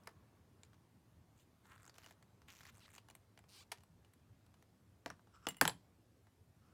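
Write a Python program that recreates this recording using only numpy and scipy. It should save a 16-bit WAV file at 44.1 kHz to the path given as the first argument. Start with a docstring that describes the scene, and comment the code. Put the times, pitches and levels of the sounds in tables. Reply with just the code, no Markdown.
"""A lipstick in a glossy case is turned in the hand close by, in a quiet room.
First come a few light taps and rattles: short rough contacts that ring the hollow case and metal tube.
Then the thumb creaks and squeaks on the lacquer in trains of slips, among more clicks and rattles.
Last, the lipstick is pulled from its cap and the cap falls on a thin plastic tray: knocks, metallic
rings and scrapes. Shaped noise gives the room tone and a distant outdoor wash underneath all of it."""
import sys
import numpy as np
from scipy import signal
from scipy.fft import irfft
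from scipy.io import wavfile
from scipy.ndimage import uniform_filter1d

SR = 44100
rng = np.random.default_rng(int(sys.argv[2]) if len(sys.argv) > 2 else 0)


def store_pcm(level_fs):
    """Save levels as 16-bit WAV."""
    pcm = np.round(np.clip(level_fs, -1, 1) * 32767).astype(np.int16)
    wavfile.write(sys.argv[1], SR, np.atleast_2d(pcm).T)


N = 296793  # length in samples


def gain_of(db):
    """Turns decibels into a factor."""
    return 10 ** (np.asarray(db) / 20)


def evened(x):
    """Scales to rms 1."""
    return x / np.sqrt(np.mean(x ** 2) + 1e-20)


def peaked(x):
    """Scales to peak 1."""
    return x / abs(x).max()


def read(points, hz):
    """Looks up a curve over pitch, on a log-frequency axis."""
    f, value = np.transpose(points)
    return np.interp(np.log(hz + 1), np.log(f + 1), value)


def add(mix, s, sound):
    """Mixes a sound in at s seconds."""
    part = mix[round(s * SR):][:len(sound)]
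    part += sound[:len(part)]


def band(x, lo_hz, hi_hz):
    """Keeps only the pitches between two limits."""
    sos = signal.butter(3, [lo_hz, min(hi_hz, SR / 2.1)], "band", fs=SR, output="sos")
    return signal.sosfilt(sos, x)


def resonate(x, hz, width):
    """A steep resonance: shifts the pitch hz down to zero, smooths twice, and shifts back."""
    turn = np.exp(2j * np.pi * np.cumsum(hz * np.ones(len(x))) / SR)
    r = np.exp(-np.pi * width / SR)
    smooth = signal.lfilter([(1 - r) ** 2], [1, -2 * r, r * r], x / turn)
    return 2 * (turn * smooth).real


# thumb strokes: (skin resonance first and last f/Hz, snap level/dB re skin,
# snap resonance first and last f/Hz, unevenness 0-1 at full pressure,
# curve of (t/s, pressure level/dB, slips per s))
THUMB_STROKES = [ (2000, 2000, 5, 7400, 6800, 1, [(1.33, -99, 430), (1.4, -82, 410), (1.44, -84, 450)]),
                 (1300, 1300, -6, 8000, 7000, .16, [(1.63, -82, 370), (1.68, -75, 346), (1.72, -63, 290),
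                 (1.755, -67, 212), (1.77, -76, 200), (1.91, -77, 200)]),
                 (1520, 1500, 1, 5100, 5800, 0.38, [(1.93, -83.5, 143), (2.02, -70.5, 123),
                 (2.125, -78, 294), (2.145, -100, 490)]),
                 (2450, 1700, -0.5, 6200, 5500, 0.16, [(2.474, -67, 260), (2.487, -60, 285),
                 (2.515, -65, 247), (2.53, -74, 240), (2.655, -72, 240), (2.678, -63, 300),
                 (2.695, -60, 370), (2.712, -84.5, 390)]),
                 (1500, 2040, 1, 9200, 7500, 0.98, [(2.71, -86, 480), (2.75, -78.5, 440), (2.88, -81, 400),
                 (2.93, -80, 450)]), (3300, 3400, -21, 4200, 5000, 0.1, [(2.808, -72, 1500),
                 (2.835, -66, 880), (2.848, -65.5, 850), (2.862, -65, 1940), (2.868, -91, 1700)]),
                 (1830, 1810, 2, 6700, 7800, .6, [(2.925, -80, 300), (2.95, -73, 300), (2.97, -73, 244),
                 (3.005, -88, 335)]), (4900, 3600, -1, 9200, 7000, 0.07, [(3.4825, -69, 205),
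                 (3.525, -64, 205), (3.542, -61, 280), (3.562, -63, 464), (3.58, -64, 671),
                 (3.59, -64, 771), (3.6, -65, 812), (3.61, -66, 995), (3.628, -70, 1229),
                 (3.642, -78, 1320)]), ]
# the case wall under a slip: (f/Hz, width/Hz, level/dB)
WALL_MODES = [(3400, 3000, -3.5), (11600, 2700, -7.5), (14400, 1600, -5.5)]
SLACK_PER_DB = 0.03  # slips grow uneven as the pressure eases
SNAP_FADE_RATE = 550  # above this many slips per s the snap weakens


def stroke(skin_hz, skin_end_hz, snap_db, snap_hz, snap_end_hz, firm, rows):
    """Skin sticks and slips on the lacquer: each slip is a tiny snap, fast slips merge into a squeak."""
    s, *columns = np.transpose(rows)
    t = np.arange(s[0], s[-1], 1 / SR)
    db, rate = (np.interp(t, s, c) for c in columns)
    hz = np.linspace(skin_hz, skin_end_hz, len(t))
    snap_hz = np.linspace(snap_hz, snap_end_hz, len(t))
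    slack = SLACK_PER_DB * (db.max() - db) * np.sqrt(abs(firm) / .3)
    uneven = np.clip(firm + slack, 0, 1.1)
    wobble, size, bite, hiss, grit = rng.standard_normal((len(t), 5)).T
    wobble = evened(uniform_filter1d(wobble, size=250))

    # one slip at each whole turn, shared between two samples when it falls between them
    turns = np.cumsum(rate * np.exp(0.5 * uneven * wobble)) / SR
    slips = np.diff(np.floor(turns), prepend=0) * gain_of(5.5 * uneven * size)
    early = np.clip(turns % 1 / np.diff(turns, prepend=-1), 0, 1)
    slips = slips * (1 - early) + np.roll(slips * early, -1)

    rub = evened(slips) + 1.5 * uneven * hiss
    skin = resonate(rub, hz, (.78 + uneven.mean()) * hz.mean())
    skin = evened(skin - .55 * resonate(rub, np.maximum(rate, 950), 700))

    # skin lets go in a rough fraction of a millisecond
    release = signal.lfilter([1], [1, -.9], slips * gain_of(2.9 * bite))
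    tear = evened(release * 1.5 * uneven * grit + .3 * slips) + 1.1 * uneven * hiss
    snap = resonate(tear, snap_hz, 3240)
    for k, (f, width, d) in enumerate(WALL_MODES):
        snap = snap + gain_of(d) * np.roll(resonate(tear, f, width), 23 * k + 17)
    snap = evened(snap) * np.minimum(SNAP_FADE_RATE / rate, 1)
    sound = skin + gain_of(snap_db) * snap
    return s[0], gain_of(db) * sound * signal.windows.tukey(len(t), .1)


# slow slips of the thumb, heard one by one:
# (t/s, peak level/dB, skin resonance f/Hz, snap resonance f/Hz, snap level/dB re skin)
SLOW_SLIPS = [(1.761, -58, 1140, 8100, -10), (1.779, -56, 1900, 3500, -6), (1.799, -59, 1600, 7890, -10),
              (1.806, -59, 1400, 4000, -4), (1.821, -60, 1410, 8180, -0.6), (1.831, -58, 1270, 7590, -0.6),
              (1.844, -57, 1420, 4500, -5), (1.853, -55, 1500, 7090, -0.6), (1.864, -54, 1390, 6750, -0.6),
              (2.52, -56, 2940, 6620, -0.6), (2.525, -56, 1460, 5610, -0.6), (2.531, -59, 2890, 5880, -0.6),
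              (2.536, -58, 1170, 6060, -0.6), (2.551, -58, 2140, 6070, -0.6), (2.56, -59, 3070, 6130, -0.6),
              (2.568, -57, 3340, 6560, -0.6), (2.578, -63, 2100, 6830, -0.6),
              (2.589, -55, 2190, 5960, -0.6), (2.745, -63, 980, 6170, -0.6), (2.753, -62, 1180, 6750, -0.6),
              (2.761, -62, 877, 6730, -0.6), (2.771, -60, 912, 8130, -0.6), (2.781, -59, 869, 6780, -0.6),
              (2.794, -61, 842, 5730, -0.6), (2.805, -59, 3150, 4700, -0.6), (2.88, -55, 1470, 5380, -9),
              (2.89, -57, 2000, 4520, -8), (2.903, -61, 2380, 8500, -0.6), (2.907, -63, 1380, 9400, -0.6),
              (2.917, -60, 1210, 6980, -0.6), (2.932, -62, 1780, 6900, -0.6),
              (2.937, -56, 1700, 9470, -0.6), (2.943, -56, 1460, 7000, -0.6),
              (2.951, -53, 1610, 6970, -0.6), (2.961, -53, 2340, 6960, -0.6), (2.964, -55, 888, 7020, -0.6)]
SLIP_MS, SLIP_WIDTH_HZ = 1.1, 1500  # fading time of the puff, width of the skin resonance


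def slip(s, db, skin_hz, snap_hz, snap_db):
    """One stick-slip release: a rough puff through the skin and the case wall."""
    t = np.arange(600) / SR
    puff = rng.standard_normal(len(t)) * np.exp(-1000 * t / SLIP_MS)
    snap = peaked(resonate(puff, snap_hz, 1.6 * SLIP_WIDTH_HZ))
    snap = snap + .55 * peaked(band(puff, 3000, 15000))
    skin = peaked(resonate(puff, skin_hz, SLIP_WIDTH_HZ))
    return s, gain_of(db) * (skin + gain_of(snap_db) * snap)


# taps and rattles in the hand that stand out: (t/s, crack level/dB, then levels/dB re crack of
# hollow body, treble and metal ring; the clearest also have contact/ms, brightest f/Hz and
# the level/dB re crack of that accent)
HAND_TICKS = [(0.036, -70, -6, 5, -23, 1.5, 5500, 3), (0.0435, -72, 2, 0, -25), (0.058, -73, 0, 6, -25),
              (0.0718, -50, 5, -20, -30, 1, 2300, -3), (0.0738, -40.5, -1, -3, -30, .8, 5150, -3),
              (0.0905, -60, 5, -16, -18), (0.6337, -52, -14, -12, -12, .6, 7150, 3),
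              (0.6338, -54, -14, -20, -30, .6, 2735, 3), (0.638, -66, -14, -12, -12, 1, 7150, 3),
              (0.6497, -64, -16, -6, -12, 1, 7200, 0), (0.732, -65, 4.5, -22, -20),
              (0.7428, -66.5, 4.5, -22, -9), (1.3967, -64.5, -21, -12, -18), (1.6548, -63, 3, -10, -14),
              (1.7185, -60, 6, -12.5, -4), (1.8775, -54, -1, -12, -21, 2.2, 6800, 2),
              (1.8955, -51, -4.5, -10, -24, 2.6, 4500, -6), (1.9827, -46.5, -7, -5, -20),
              (2.0432, -53.5, -7, -11.5, -2), (2.062, -46.5, -5, -36, -13), (2.1092, -51.5, -4, -4.5, -9),
              (2.226, -57, -2, -5, -24), (2.4181, -58.5, -2, -8.5, -26),
              (2.607, -52, -6, -5, -21, 4, 2000, -4), (2.6331, -49, -9, -8, -24),
              (2.6525, -52, -6, -4, -29, 4, 2000, -3), (2.9805, -48.5, -2, -10, -23, 3, 3000, -8),
              (3.086, -54.5, -2.5, -9, -6), (3.1006, -51.5, -6, -4.5, -3), (3.109, -55, -1.5, -9, -16),
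              (3.1515, -48.5, -10, 1.5, -9), (3.3755, -54, -2.5, -20, -12), (3.3901, -55, -2.5, -3.5, -18),
              (3.4398, -66, 4.5, -16, -22), (3.7172, -35, -9, -3, -25, 1.2, 3800, -9),
              (3.7197, -32, -8, -6, -19, 1.4, 8000, -6), (3.7245, -43, -4, -6, -20, 1.2, 10200, -5),
              (3.8064, -62.5, -5, -8.5, -5), (3.8352, -60.5, -2, 0.5, -9), (4.0476, -59.5, -5, -12, -7),
              (4.1358, -58.5, -16, -2.5, -24), (4.4634, -66, -4, -2, -16), (4.5408, -64, 1, -26, -8),
              (4.625, -56.5, -5, -5.5, -21), (6.269, -72.5, 11.5, -11, -42)]
# brightest pitch follows the treble share: (treble level/dB re crack, f/Hz)
BRIGHTNESS = [(-12, 2970), (-2, 7930)]
# dense ring of the hollow case: (f/Hz, level/dB, time to fall 60 dB/s)
HOLLOW_CASE = [(248, -6, 0.03), (390, 5, 0.03), (520, 2.5, 0.052), (822, 7.5, 0.038), (1170, 1, 0.032),
               (2060, -2.5, 0.042), (2960, -17.5, 0.028)]
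CONTACT_MS, CONTACT_MS_PER_DB = 2.23, 0.09  # contact time of a -55 dB tick; softer ticks last longer
SPOT_SPREAD = 0.075  # stiffness varies from spot to spot
TICK_ACCENT_DB, CASE_LAG_MS, CASE_FAVOURED_HZ = -12, 1.4, 1400


def tick(s, crack_db, body_db, treble_db, ring_db, *own):
    """A blow on the hand-held case; strength and treble set contact and brightness unless it has its own."""
    ms = CONTACT_MS - CONTACT_MS_PER_DB * (crack_db + 55)
    bright_hz = np.interp(treble_db, *np.transpose(BRIGHTNESS))
    colour = own or (ms, bright_hz, TICK_ACCENT_DB)
    stiff = 1 + SPOT_SPREAD * rng.standard_normal()
    row = (s, crack_db, body_db, treble_db, ring_db, *colour, stiff, CASE_LAG_MS, CASE_FAVOURED_HZ)
    return blow(row, HOLLOW_CASE, dense=0.77, count=4000)


# small ticks in the hand, single or in short runs:
# (start t/s, end t/s, ticks per s, crack level/dB)
SMALL_TICKS = [(1.939, 1.97, 99, -59), (2.02, 2.098, 70, -57), (2.66, 2.67, 74, -53),
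               (3.765, 3.8, 75, -59.5)]
PATTER_MIX, PATTER_SPREAD_DB = (-8, -8, -29), 1  # (body, treble, ring level/dB re crack), spread


def patter():
    """Lists small ticks at loosely even steps between start and end, sizes and colours by chance."""
    rows = []
    for start, end, rate, db in SMALL_TICKS:
        for k, (shift, *spread) in enumerate(rng.standard_normal((12, 5))):
            s = start + (k + .5 + .25 * shift) / rate
            if s < end:
                levels = np.array([db, *PATTER_MIX]) + PATTER_SPREAD_DB * np.array(spread)
                rows.append((s, *levels))
    return rows


# knocks as the lipstick is pulled from its cap and the cap falls on the tray: (t/s, crack level/dB,
# then levels/dB re crack of tray, treble and tube ring; contact/ms, brightest f/Hz, its accent
# level/dB re crack, stiffness of the spot as a factor on tray pitch, bending delay/ms,
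# favoured tray f/Hz, cap ring and tray hollows levels/dB re crack)
CAP_KNOCKS = [(5.0605, -36, 0, -11, -18, 1.4, 4300, -6, 1, 1.4, 680, -30, -2),
              (5.079, -56, 2, -14, -20, 3, 4700, -8, 1, 1.5, 600, -30, -3),
              (5.1018, -41, 0, -15, -14, 1.2, 5500, -6, 1.1, 2.6, 1400, -30, -2),
              (5.1942, -69.5, 11.5, -20, -24, 2.5, 2880, -12, 1, 1, 900, -30, 1),
              (5.2724, -69, 9, -15, -20, 3, 2800, -12, .9, 1, 800, -30, -1),
              (5.3585, -62, -8, -7, -15, 1.7, 8000, -12, 0.93, 2, 1200, -30, -18),
              (5.4685, -29, -1, -12, -16, 1.5, 2940, -6, 1, 1.2, 600, -30, -8),
              (5.4868, -33, -12, -3, 6, 1, 8000, -12, 1, 1.5, 900, -25, -14),
              (5.5125, -55, -12, -6, -10, 1, 5700, -6, 1, 1.5, 900, -30, -22),
              (5.5448, -55, -8, -8, -8, 2, 2900, -8, 1, 1.5, 900, -30, -18),
              (5.5685, -56, -1, -6, 11, 2, 8000, -9, 1, 1, 2050, -30, -11),
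              (5.584, -69, -3, -5, 13, 1.4, 2700, -12, 1.1, 2, 1200, -30, -13),
              (5.6124, -12, -4.5, -2, -20, 1.2, 4600, -6, 1, 3.6, 1550, -19, -17),
              (5.6525, -25.5, -1, -9, -24, 1.6, 2800, -10, 1, 2.2, 950, -20, -10),
              (5.6774, -21, -8, -4, -25, 1.3, 3250, -6, 1, 3, 1000, -3, -14),
              (5.6956, -34.5, -7, -13.5, -30, 1.8, 4200, -4, 0.89, 2.5, 600, -18, -10)]
# dense ring of the thin plastic sheet: (f/Hz, level/dB, time to fall 60 dB/s)
TRAY_SHEET = [(40, -27.5, 0.2), (70, -8, .35), (120, -5, .3), (173, 1, 0.3), (240, -5, .15), (298, 3, 0.12),
              (380, -5, .08), (500, 0, 0.039), (702.5, -2.5, 0.045), (960, 2, 0.069), (1250, -7, .03),
              (1610, 2, 0.024), (2037, -9.5, 0.063), (3400, -31.5, .06)]
# separate modes of the tray's moulded hollows: (f/Hz, level/dB, time to fall 60 dB/s)
TRAY_HOLLOWS = [(291, 0, .1), (450, -3, .07), (750, 0, .06), (935, 0, .06), (1165, -4, .05),
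                (1500, 0, .035), (1780, -4, .045), (1995, -5, .05), (2500, -10, .03), (3150, -8, .03),
                (5300, -14, .02)]
# metal-lined cap: (f/Hz, level/dB, time to fall 60 dB/s)
METAL_CAP = [(3115, -6, .04), (5290, -6, .03), (6600, -14, .03), (7545, -8, .09), (7855, -1, .035),
             (9800, 1, .02), (9890, -13, .15), (10920, -8, .03), (14500, -16, .03)]
CAP_FAVOURED_HZ = 8000


def knock(*row):
    """A blow with the ring of the tray; the cap and the moulded hollows sound on their own pitches."""
    *hit, cap_db, hollows_db = row
    s, sound = blow(hit, TRAY_SHEET, dense=0.7, count=12000)
    t = np.arange(len(sound)) / SR
    crack_db, favoured_hz = hit[1], hit[-1]
    hollows = gain_of(hollows_db) * ring(TRAY_HOLLOWS, favoured_hz, t)
    cap = gain_of(cap_db) * ring(METAL_CAP, CAP_FAVOURED_HZ, t)
    return s, sound + gain_of(crack_db) * (hollows + cap)


# metal tube: (f/Hz, level/dB, time to fall 60 dB/s)
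METAL_TUBE = [(2060, -4, 0.05), (2900, 3, 0.05), (4600, -14, .03), (7490, -4, 0.035), (9510, 4, .026),
              (14570, 1, .014), (15600, -6, .014)]
ACCENT_CHATTER = .1  # share of the chatter in the accent


def blow(row, body, dense, count):
    """A short rough contact cracks, and sets the hollow body and the metal tube ringing."""
    s, crack_db, body_db, treble_db, ring_db, ms, bright_hz, accent_db, *spot = row
    t = np.arange(count) / SR
    contact = rng.standard_normal(count) * np.minimum(t * 6000, 1)
    # the loose fit keeps chattering
    chatter = abs(signal.lfilter([1], [1, -.97], rng.standard_normal(count) ** 3)) / 14
    chatter = contact * 0.065 * chatter * np.exp(-t / .022)
    first = contact * np.exp(-1000 * t / max(ms, .2))
    contact = first + chatter

    treble = band(contact, 4630, 11300) + .4 * band(contact, 12500, 15200)
    accent = resonate(first + ACCENT_CHATTER * chatter, bright_hz, 1300)
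    crack = peaked(band(contact, 1000, 7200))
    crack = crack + gain_of(treble_db) * peaked(treble) + gain_of(accent_db) * peaked(accent)
    hollow = gain_of(body_db) * flex(body, *spot, dense, count)
    tube = gain_of(ring_db) * ring(METAL_TUBE, bright_hz, t)
    fade = np.cos(np.pi / 2 * t / t[-1])
    return s, gain_of(crack_db) * (crack + hollow + tube) * fade


FAVOUR_DB_PER_OCTAVE = 4  # loss away from the favoured pitch, for at most two octaves


def flex(body, stiff, lag_ms, favoured_hz, dense, count):
    """Bending waves: treble outruns bass in a falling sweep; its many reflections blur into a decay."""
    table = np.array(body) * [stiff, 1, 1]
    colour, decay = table[:, :2], table[:, ::2]
    hz = np.fft.rfftfreq(count, 1 / SR)
    lag = stiff ** 2 * lag_ms / 1000 * (1000 / np.maximum(hz, 450)) ** 1.3  # seconds
    octaves = np.minimum(abs(np.log2((hz + 1) / favoured_hz)), 2)
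    level = gain_of(read(colour, hz) - FAVOUR_DB_PER_OCTAVE * octaves)
    # summing the delay over pitch gives the phase
    sweep = irfft(level * np.exp(-2j * np.pi * np.cumsum(lag) * hz[1]))

    hz, t, z = signal.stft(rng.standard_normal(count), SR, nperseg=256, noverlap=192)
    fading = z * gain_of(-60 * t / read(decay, hz)[:, None])
    blur = signal.istft(fading, SR, nperseg=256, noverlap=192)[1]
    blur = signal.fftconvolve(sweep[:1500], blur)[:count]
    return peaked(evened(sweep) + dense * evened(blur))


def ring(modes, centre_hz, t):
    """Dying sines; the blow favours modes near one pitch, and a loose fit re-strikes them."""
    share_db = 2 * rng.standard_normal(len(modes))
    tones = 0
    for (hz, db, t60), d in zip(modes, share_db):
        level_db = db + d - 4.5 * abs(np.log2(hz / centre_hz)) - 60 * t / t60
        tones = tones + gain_of(level_db) * np.sin(2 * np.pi * hz * t)
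    rattle = rng.standard_normal(len(t)) ** 3 * np.exp(-t / 0.012) * 0.006
    rattle[0] = 1  # the first strike
    return peaked(signal.fftconvolve(tones, rattle)[:len(t)])


# scraping sounds among and after the knocks, one curve a scrape: (t/s, level/dB)
SCRAPES = [
    [(5.3, -101), (5.348, -64), (5.414, -81), (5.446, -62.5), (5.46, -62)],
    [(6.55, -94), (6.656, -81), (6.73, -81)],
]
# resonances heard in the scrape: (f/Hz, width/Hz, level/dB)
SCRAPE_RESONANCES = [(1297, 320, 2), (2702, 1100, -15.5), (5356, 800, -15), (7540, 790, -18)]


def scrape(rows):
    """Dense uneven grains of noise excite a few wide resonances."""
    s, db = np.transpose(rows)
    t = np.arange(s[0], s[-1], 1 / SR)
    size, chance = rng.standard_normal((len(t), 2)).T
    grains = size * (0.098 + (chance > 2))  # a few stand out from a fine bed
    sound = sum(gain_of(d) * resonate(grains, f, width) for f, width, d in SCRAPE_RESONANCES)
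    return s[0], gain_of(np.interp(t, s, db)) * evened(sound)


def walls(x, decay):
    """Echoes: sparse taps of random sign, each band dying at its own speed."""
    taps = np.zeros(SR // 2)
    at = np.arange(120, len(taps) - 20, 20)
    taps[at + rng.integers(0, 20, len(at))] = rng.choice([-1., 1.], len(at))
    hz, t, z = signal.stft(taps, SR, nperseg=256)
    tail = signal.istft(z * gain_of(-60 * t / read(decay, hz)[:, None]), SR, nperseg=256)[1]
    return signal.fftconvolve(x, tail / np.linalg.norm(tail))[:N]


def noise(colour, patchy_db):
    """Background hush: random short-time spectra with drifting patches, rms 1."""
    hz = np.fft.rfftfreq(2048, 1 / SR)
    a, b, patches = rng.standard_normal((N // 512 + 5, 1025, 3)).T
    patches = uniform_filter1d(patches, size=8, axis=0)
    patches = evened(uniform_filter1d(patches, size=6, axis=1))
    z = (a + 1j * b) * gain_of(read(colour, hz)[:, None] + patchy_db * patches)
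    return evened(signal.istft(z, nperseg=2048, noverlap=1536)[1][:N])


# nearby walls and table: (f/Hz, time to fall 60 dB/s)
NEAR_WALLS = [(200, 0.16), (1000, 0.19), (4000, 0.14), (15000, 0.076)]
# the room beyond: (f/Hz, time to fall 60 dB/s)
ROOM_BEYOND = [(200, 0.94), (1000, 0.15), (5000, 0.53), (15000, 0.15)]
# distant outdoor wash: (t/s, level/dB)
FAR_LEVEL = [(0, -72.5), (.5, -78.5), (1.4, -82), (2, -78), (3.5, -84), (5, -84), (5.901, -82), (6.4, -101),
             (6.73, -75.5)]
# its colour: (f/Hz, relative level/dB per Hz)
FAR_SPECTRUM = [(100, -22), (170, 3.5), (350, 0.5), (700, -5.5), (1050, -3.5), (1140, -3), (1220, -9),
                (3000, -19.5), (8000, -32)]
# colour of the room tone: (f/Hz, relative level/dB per Hz)
ROOM_TONE = [(15, -50), (25, -29), (60, -17.5), (97, 3.5), (128, -10.5), (168, -8.5), (360, -18),
             (571, -23.5), (637, -23), (1040, -28), (1130, -28), (2350, -34.5), (6980, -39), (14200, -42),
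             (16700, -54.5)]
ROOM_TONE_DB = -69


def scene():
    """Hand, cap and tray sounds with their reflections over the room tone and the outdoor wash."""
    near = np.zeros(N)
    for row in CAP_KNOCKS:
        add(near, *knock(*row))
    for row in SLOW_SLIPS:
        add(near, *slip(*row))
    for row in HAND_TICKS + patter():
        add(near, *tick(*row))
    for row in THUMB_STROKES:
        add(near, *stroke(*row))
    for rows in SCRAPES:
        add(near, *scrape(rows))
    far_db = np.interp(np.arange(N) / SR, *np.transpose(FAR_LEVEL))
    far = gain_of(far_db) * noise(FAR_SPECTRUM, patchy_db=1.27)
    echoes = gain_of(-16.0) * walls(near, NEAR_WALLS) + gain_of(-32) * walls(near, ROOM_BEYOND)
    room_tone = gain_of(ROOM_TONE_DB) * noise(ROOM_TONE, patchy_db=2.0)
    return (near + echoes + far + room_tone)[None]


def record(dry):
    """A steep low-pass takes away the highest treble."""
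    low_pass = signal.firwin(511, 16750, window=("kaiser", 9), fs=SR)  # edge in Hz
    return signal.oaconvolve(dry, low_pass[None], "same")


dry = scene()
out = record(dry)
store_pcm(out)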